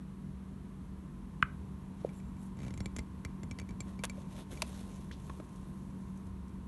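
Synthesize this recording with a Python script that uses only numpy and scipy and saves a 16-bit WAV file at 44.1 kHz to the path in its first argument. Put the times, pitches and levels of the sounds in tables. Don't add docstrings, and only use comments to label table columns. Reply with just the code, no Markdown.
import sys
import numpy as np
from scipy import signal
from scipy.fft import rfft, irfft, next_fast_len
from scipy.io import wavfile
from scipy.ndimage import map_coordinates

SR = 44100
rng = np.random.default_rng(int(sys.argv[2]) if len(sys.argv) > 2 else 0)


def to_wav(sig):
    pcm = np.clip(np.atleast_2d(sig), -1, 1) * 32767
    pcm = np.round(pcm).astype(np.int16)
    wavfile.write(sys.argv[1], SR, pcm.T)


def boost_factor(decibels):
    exponent = np.asarray(decibels, float) / 20
    return 10 ** exponent


N = 294357


def rms_one(x):
    return x / np.sqrt(np.mean(x ** 2) + 1e-20)


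def in_time(rows, outside=None):
    s, *columns = np.transpose(rows)
    return [np.interp(np.arange(N) / SR, s, c, outside, outside) for c in columns]


def drift(rate):
    knots = rng.standard_normal(1000)
    return map_coordinates(knots, [np.arange(N) / SR * rate + 2], order=3)


def band(x, low_hz, high_hz):
    return signal.sosfilt(signal.butter(2, [low_hz, min(high_hz, .45 * SR)], "band", fs=SR, output="sos"), x)


def ring(clicks, hz, t60):
    r, w = boost_factor(-60 / (t60 * SR)), 2 * np.pi * hz / SR
    return signal.lfilter([0, np.sin(w)], [1, -2 * r * np.cos(w), r * r], clicks + 1e-18)


def resonance(x, hz, width_hz):
    r = np.exp(-np.pi * width_hz / SR)
    poles = [1, -2 * r * np.cos(2 * np.pi * hz / SR), r * r]
    return signal.lfilter([(1 - r * r) / 2, 0, (r * r - 1) / 2], poles, x)


def clicks_at(seconds, db):
    out = np.zeros(N)
    out[np.round(np.asarray(seconds) * SR).astype(int)] = boost_factor(np.asarray(db))
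    return out


def half_octaves(grain_db):
    grains = rng.standard_normal((2, N)) * boost_factor(grain_db * np.minimum(rng.exponential(1, N), 5))
    lows = 500 * np.sqrt(2) ** np.arange(10)
    bands = [rms_one(band(grains[k % 2], low, np.sqrt(2) * low)) for k, low in enumerate(lows)]
    return np.array(bands), lows * 2 ** .25


def blend(bands, db):
    gain = boost_factor(db)
    return np.sum(bands * gain, axis=0) / np.sqrt(np.sum(gain ** 2, axis=0))


def rustle(grains, level_db, tilt_db, shared_db, patchy_db):
    bands, hz = grains
    shared = drift(60.0)
    flicker_db = np.array([shared_db * shared + patchy_db * drift(28.0) for _ in hz])
    weight_db = np.log2(hz / 3000)[:, None] * np.clip(tilt_db, -9, 9)
    return boost_factor(level_db) * blend(bands * boost_factor(flicker_db), weight_db)


# (frequency [Hz], relative density [dB per Hz])
ROOM_SPECTRUM = [(22, -49), (36, -8.5), (45, -4.5), (110, -11.5), (180, -7.5), (260, -13.5), (400, -21.5),
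                 (520, -30), (800, -32.5), (1000, -27.5), (1300, -34.5), (2500, -43), (5000, -48.5),
                 (7000, -51), (11500, -49.5)]
# (frequency [Hz], width [Hz], lift [dB])
ROOM_MODES = [(69.3, 3.2, 13.5), (92.4, 33, 3.5), (149.4, 6.6, 8.5), (184, 2.7, 3.5), (235, 6.2, 8.5),
              (282, 8.5, 2)]


def room_tone():
    size = next_fast_len(N)
    hz = np.maximum(np.arange(size // 2 + 1) * SR / size, 1)
    table_hz, table_db = np.transpose(ROOM_SPECTRUM)
    db = np.interp(np.log(hz), np.log(table_hz), table_db)
    for centre_hz, width_hz, lift_db in ROOM_MODES:
        db += lift_db / (1 + (2 * (hz - centre_hz) / width_hz) ** 2)
    noise = irfft(rfft(rng.standard_normal(size)) * boost_factor(db), size)[:N]
    return boost_factor(-48) * rms_one(noise)


# (multiple of the shaft rate, level before waver and swell [dB])
MOTOR_TONES = [(1, -65), (3, -62), (4, -50.5), (19, -78.5), (20, -77.5), (21, -85), (22, -74), (23, -79)]


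def motor(buzz_db):
    shaft_hz = 47.65 * (1 + 0.00047 * drift(1.462))
    turn = 2 * np.pi * np.cumsum(shaft_hz) / SR
    out = np.zeros(N)
    for multiple, level_db in np.array(MOTOR_TONES):
        order = np.round(multiple)
        waver_db = 1.1 * drift(4.17) + (order > 10) * (buzz_db + 0.74 * drift(2.75))
        out += np.sqrt(2) * boost_factor(level_db + waver_db) * np.sin(order * turn + rng.uniform(0, 2 * np.pi))
    return out


# (time [s], level [dB], length [s], centre [Hz], fall-off [dB per octave])
SPLATS = [(1.423, -46, 0.0026, 4500, 23), (4.036, -30.5, 0.0097, 1660, 1.5), (4.051, -30, 0.002, 9500, 7),
          (4.386, -58, 0.0028, 3500, -1), (4.6197, -24, 0.0039, 4230, 6), (5.114, -41.5, 0.0028, 2600, 11),
          (5.12, -56, 0.025, 3950, 26), (5.296, -46, 0.0042, 1500, 7), (5.399, -50.5, .005, 1300, 8)]


def splats(grains):
    bands, hz = grains
    out = np.zeros(N)
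    faint = [(rng.uniform(5.45, 6.6), -63, .004, 7000, 9) for _ in range(6)]
    for s, level_db, length, centre_hz, fall_db in SPLATS + faint:
        t = np.arange(round(4 * length * SR)) / SR
        shape = np.minimum(t / 0.0014, 1) * np.exp(-(t / length) ** 1.34)
        at = slice(round(s * SR), round(s * SR) + len(t))
        weight_db = -fall_db * abs(np.log2(hz / centre_hz))[:, None]
        out[at] += boost_factor(level_db) * shape * blend(bands[:, at], weight_db)
    return out


# (frequency [Hz], level [dB], t60 [s])
BOWL_MODES = [(1110, -20, 0.017), (1310, -4, 0.016), (1550, 4, 0.013), (1750, -14.5, 0.012),
              (2100, -2.5, 0.014), (2440, 8.5, 0.0082), (2930, 5.5, 0.016), (4400, -30, 0.018),
              (5700, -18, 0.011), (6560, -30, 0.017)]
# (frequency [Hz], level [dB], t60 [s])
COUNTER_MODES = [(82, -22, 0.11), (137, -16.5, 0.075)]


def knock():
    knock_s, knock_db = 1.4266, -11
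    contact = np.hanning(round(0.0006 * SR) + 2)
    rim = clicks_at([knock_s - .0006], knock_db - 24)
    landing = np.convolve(clicks_at([knock_s], knock_db), contact / contact.sum())[:N]
    blow = rim - landing
    shell = sum(ring(blow, hz, t60) * boost_factor(level_db) for hz, level_db, t60 in BOWL_MODES)
    shell = signal.sosfilt(signal.cheby2(6, 40, 800, "high", fs=SR, output="sos"), shell)
    return shell + sum(ring(blow, hz, t60) * boost_factor(level_db) for hz, level_db, t60 in COUNTER_MODES)


def kitchen(x):
    t60_s = 0.26
    t = np.arange(round(.4 * SR)) / SR
    onset = np.clip(t / 0.0058 - .5, 0, 1)
    tail = band(rng.standard_normal(len(t)), 210, 3900) * boost_factor(-60 * t / t60_s) * onset
    return signal.fftconvolve(x, tail / np.sqrt(np.sum(tail ** 2)))[:N]


# (frequency [Hz], level [dB], t60 [s])
GLASS_MODES = [(2095, -4, .032), (2305, -3, .048), (3370, -12, .02), (4565, -7, .034), (5550, -9, .034),
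               (6470, -8, .036), (7380, -6, .03), (8990, -14, .022), (9450, -12, .022), (10800, -13, .022)]
# (middle [s], half length [s], hiss [dB],
# brightness, held within 9 either way [dB per octave], singing of the upper modes [dB])
STROKES = [(2.057, .12, -67.5, -2, -85), (2.17, 0.038, -66.5, 5, -68), (2.26, 0.07, -82, 3, -78),
           (2.433, 0.062, -66.5, 7, -73), (2.653, 0.093, -63, -2, -80), (2.826, 0.078, -63, -12, -72)]


def slide(grains):
    middle, half, hiss_db, tilt_db, sing_db = np.transpose(STROKES)[:, :, None]
    fade_db = 16
    shape = boost_factor(-fade_db * np.minimum(((np.arange(N) / SR - middle) / half) ** 2, 12))
    hiss = boost_factor(hiss_db) * shape
    mean_tilt_db = np.sum(hiss * tilt_db, axis=0) / hiss.sum(axis=0)
    skin = rustle(grains, 0, mean_tilt_db, shared_db=3.5, patchy_db=1.5)
    friction = rng.standard_normal(N) * boost_factor(5 * drift(50))
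    upper = GLASS_MODES[6], GLASS_MODES[9]
    sing = sum(ring(friction, hz, t60) * boost_factor(level_db) for hz, level_db, t60 in upper)
    return hiss.sum(axis=0) * skin + np.sum(boost_factor(sing_db) * shape, axis=0) * rms_one(sing)


# (time [s], peak level [dB], frequency [Hz], length [cycles])
POPS = [(2.0474, -21, 483, 2.4), (4.04, -51, 650, 4.2), (4.178, -45.5, 557, 5.8), (4.622, -37.5, 610, 8.7),
        (4.6221, -29, 1010, 3.6), (5.112, -39.5, 1750, 4), (5.299, -39.5, 1037, 8.2),
        (5.399, -47, 600, 8.2)]
# (time [s], peak level [dB])
THUMPS = [(4.53, -36), (5.112, -43), (5.298, -37), (5.4, -34.5)]


def pops():
    out = np.zeros(N)
    thumps = [(s, db, 308, 1.2) for s, db in THUMPS]   # Hz, cycles
    for s, peak_db, hz, cycles in POPS + thumps:
        t = np.arange(round(3 * cycles / hz * SR)) / SR
        age = t * hz / cycles * 2.86
        swell = (age * np.exp(1 - age)) ** 2
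        tone = np.sin(2 * np.pi * hz * t * (1 + 0.0062 * age))
        out[round(s * SR):][:len(t)] += boost_factor(peak_db) * swell * tone
    return out


# (time [s], crack level [dB], thud level [dB],
# favoured upper mode [Hz], favoured low mode [Hz])
SLIPS = [(2.0903, -50, -44, 3400, 2230), (2.2, -51, -50, 3400, 2300), (2.3665, -58, -53, 4500, 2300),
         (2.57, -56, -37, 7400, 2300), (2.6805, -42.5, -31.5, 4600, 2300), (2.7058, -43, -31, 6440, 2100),
         (2.7388, -41, -30.5, 7540, 2300), (2.7755, -38, -34, 6600, 2100), (2.804, -35, -26.5, 5700, 2100),
         (2.8579, -32, -28.5, 7460, 2300), (2.9637, -30, -32.5, 7400, 2100),
         (2.9853, -34, -27.5, 6840, 2100), (2.99, -33.5, -28.5, 4530, 2100), (3.004, -55, -45, 7370, 2300),
         (3.249, -31, -28.5, 4500, 2100), (3.4324, -39.5, -28.5, 7400, 2100),
         (3.5112, -34, -32.5, 5600, 2300), (3.5869, -34, -33, 4600, 2100), (3.5977, -36.5, -38, 6240, 2300),
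         (3.6144, -47, -32, 4520, 2300), (3.6898, -43, -40, 6300, 2300), (3.7069, -48.5, -37, 5560, 2300),
         (3.8043, -31, -31, 7400, 2300), (3.9911, -43, -34, 4500, 2300), (4.0964, -32.5, -36, 7400, 2300),
         (4.573, -43, -54, 4600, 2300)]


def slips():
    modes = np.array(GLASS_MODES)[:, 0]
    gaps_s = .0132 * 1.045 ** np.arange(6)
    creak = []
    for k, s in enumerate(2.589 + np.cumsum(gaps_s) - gaps_s[0]):
        thud_db = -36 + 1.3 * k
        creak.append((s, -47.5 + rng.normal(), thud_db, rng.choice(modes[[3, 5]]), rng.choice(modes[:2])))
    rebounds = []
    for s, db, thud_db, *_ in SLIPS:
        again_s = s + .0105 * rng.uniform(.9, 1.1)
        again_db = db - 29 + 4 * rng.normal()
        rebounds.append((again_s, again_db, thud_db - 10.5, rng.choice(modes[3:7]), modes[1]))
    return np.transpose(creak + SLIPS + rebounds)


# (frequency [Hz], level [dB], t60 [s])
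THUD_MODES = [(76, -1.5, 0.05), (135, 2.5, 0.027), (233, 0.5, 0.017), (507, -2, 0.0032)]


def ticks():
    s, crack_db, thud_db, high_hz, low_hz = slips()
    chance = rng.normal(0, 1, (len(s), len(GLASS_MODES)))
    ring_db = -54.5 + 0.86 * (crack_db + 39) + 2 * (s - 3)
    tilt_db = 7 * np.log2(high_hz / 5600)
    t = np.arange(round(.03 * SR)) / SR
    fade = 0.55 * np.minimum(t / 0.00062, 1) * boost_factor(-60 * t / 0.013)
    crack = np.convolve(clicks_at(s, crack_db), fade)[:N] * rms_one(band(rng.standard_normal(N), 480, 6900))
    rings = np.zeros(N)
    for k, (hz, level_db, t60) in enumerate(GLASS_MODES):
        near = np.minimum(abs(np.log2(hz / low_hz)), abs(np.log2(hz / high_hz)))
        favour_db = 9.0 * np.exp(-(near / .09) ** 2)
        mode_db = ring_db + level_db + tilt_db * np.log2(hz / 4000) + favour_db + 2 * chance[:, k]
        rings += ring(clicks_at(s + 0.001055, mode_db), hz, t60)
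    thud = np.zeros(N)
    for k, (hz, level_db, t60) in enumerate(THUD_MODES):
        thud += ring(clicks_at(s + 0.00174, thud_db + level_db), hz, t60) * (-1) ** k
    return crack + rings, thud


# (time [s], level [dB])
FLOW = [(3.82, -67), (3.9, -56), (4.0, -72), (4.14, -65), (4.2, -55), (4.26, -63.5), (4.4, -49.5),
        (4.43, -57), (4.46, -69), (4.49, -65), (4.52, -48), (4.6, -54.5), (4.79, -51), (4.85, -57.5),
        (4.96, -56), (5.1, -63.5), (5.33, -57.5), (5.42, -64.5), (5.6, -63.5), (6.3, -69)]
# (frequency [Hz], width [Hz], level [dB])
HOLLOW = [(600, 66, -1), (3500, 1100, -16), (6320, 330, -11.5)]


def flow(grains):
    level_db, = in_time(FLOW, outside=-120)
    tilt_db = -0.5 + 2.5 * (np.arange(N) / SR - FLOW[0][0])
    froth = rustle(grains, level_db, tilt_db, shared_db=1.0, patchy_db=1.4)
    gurgles_per_s, gurgle_db = 220, -5
    born = (rng.random(N) < gurgles_per_s / SR) * boost_factor(2.7 * rng.standard_normal(N))
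    pitches_hz = np.geomspace(280, 800, 8)
    dealt = rng.integers(0, 8, N)
    gurgles = sum(ring(born * (dealt == k), hz, 3.0 / hz) for k, hz in enumerate(pitches_hz))
    gurgles = signal.lfilter([1, -1], [1, -.97], gurgles)
    gurgles = signal.lfilter([1], [1, -.92], gurgles)
    hollow = sum(boost_factor(db) * resonance(froth, hz, width_hz) for hz, width_hz, db in HOLLOW)
    return 0.45 * froth + hollow + boost_factor(level_db + gurgle_db) * rms_one(gurgles)


# (time [s], gain of room and motor [dB], extra gain of the casing buzz [dB])
SWELL = [(0, 1, -19), (1.2, 1, -2.5), (1.6, 2, -1.5), (3.5, 2, 3), (5.0, 1.5, 3), (6.67, 1.5, 1.5)]


def scene():
    hum_db, buzz_db = in_time(SWELL)
    glass, thud = ticks()
    grains = half_octaves(grain_db=5.0)
    near = glass + knock() + pops() + splats(grains)
    reverberant = near + boost_factor(-27.5) * kitchen(near)
    background = boost_factor(hum_db) * (room_tone() + motor(buzz_db))
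    return (reverberant + thud + slide(grains) + flow(grains) + background)[None]


def low_pass(x):
    return signal.sosfilt(signal.butter(12, 13100, fs=SR, output="sos"), x)


# (frequency [Hz], width [Hz], level [dB])
MICROPHONE_DIP = (4890, 930, -4.5)


def record(dry):
    hz, width_hz, dip_db = MICROPHONE_DIP
    x = dry - (1 - boost_factor(dip_db)) * resonance(dry, hz, width_hz)
    x = signal.sosfilt(signal.butter(6, 38, "high", fs=SR, output="sos"), x)
    mix = signal.sosfilt(signal.cheby2(14, 60, 12730, fs=SR, output="sos"), x)
    return low_pass(mix)


dry = scene()
out = record(dry)
to_wav(out)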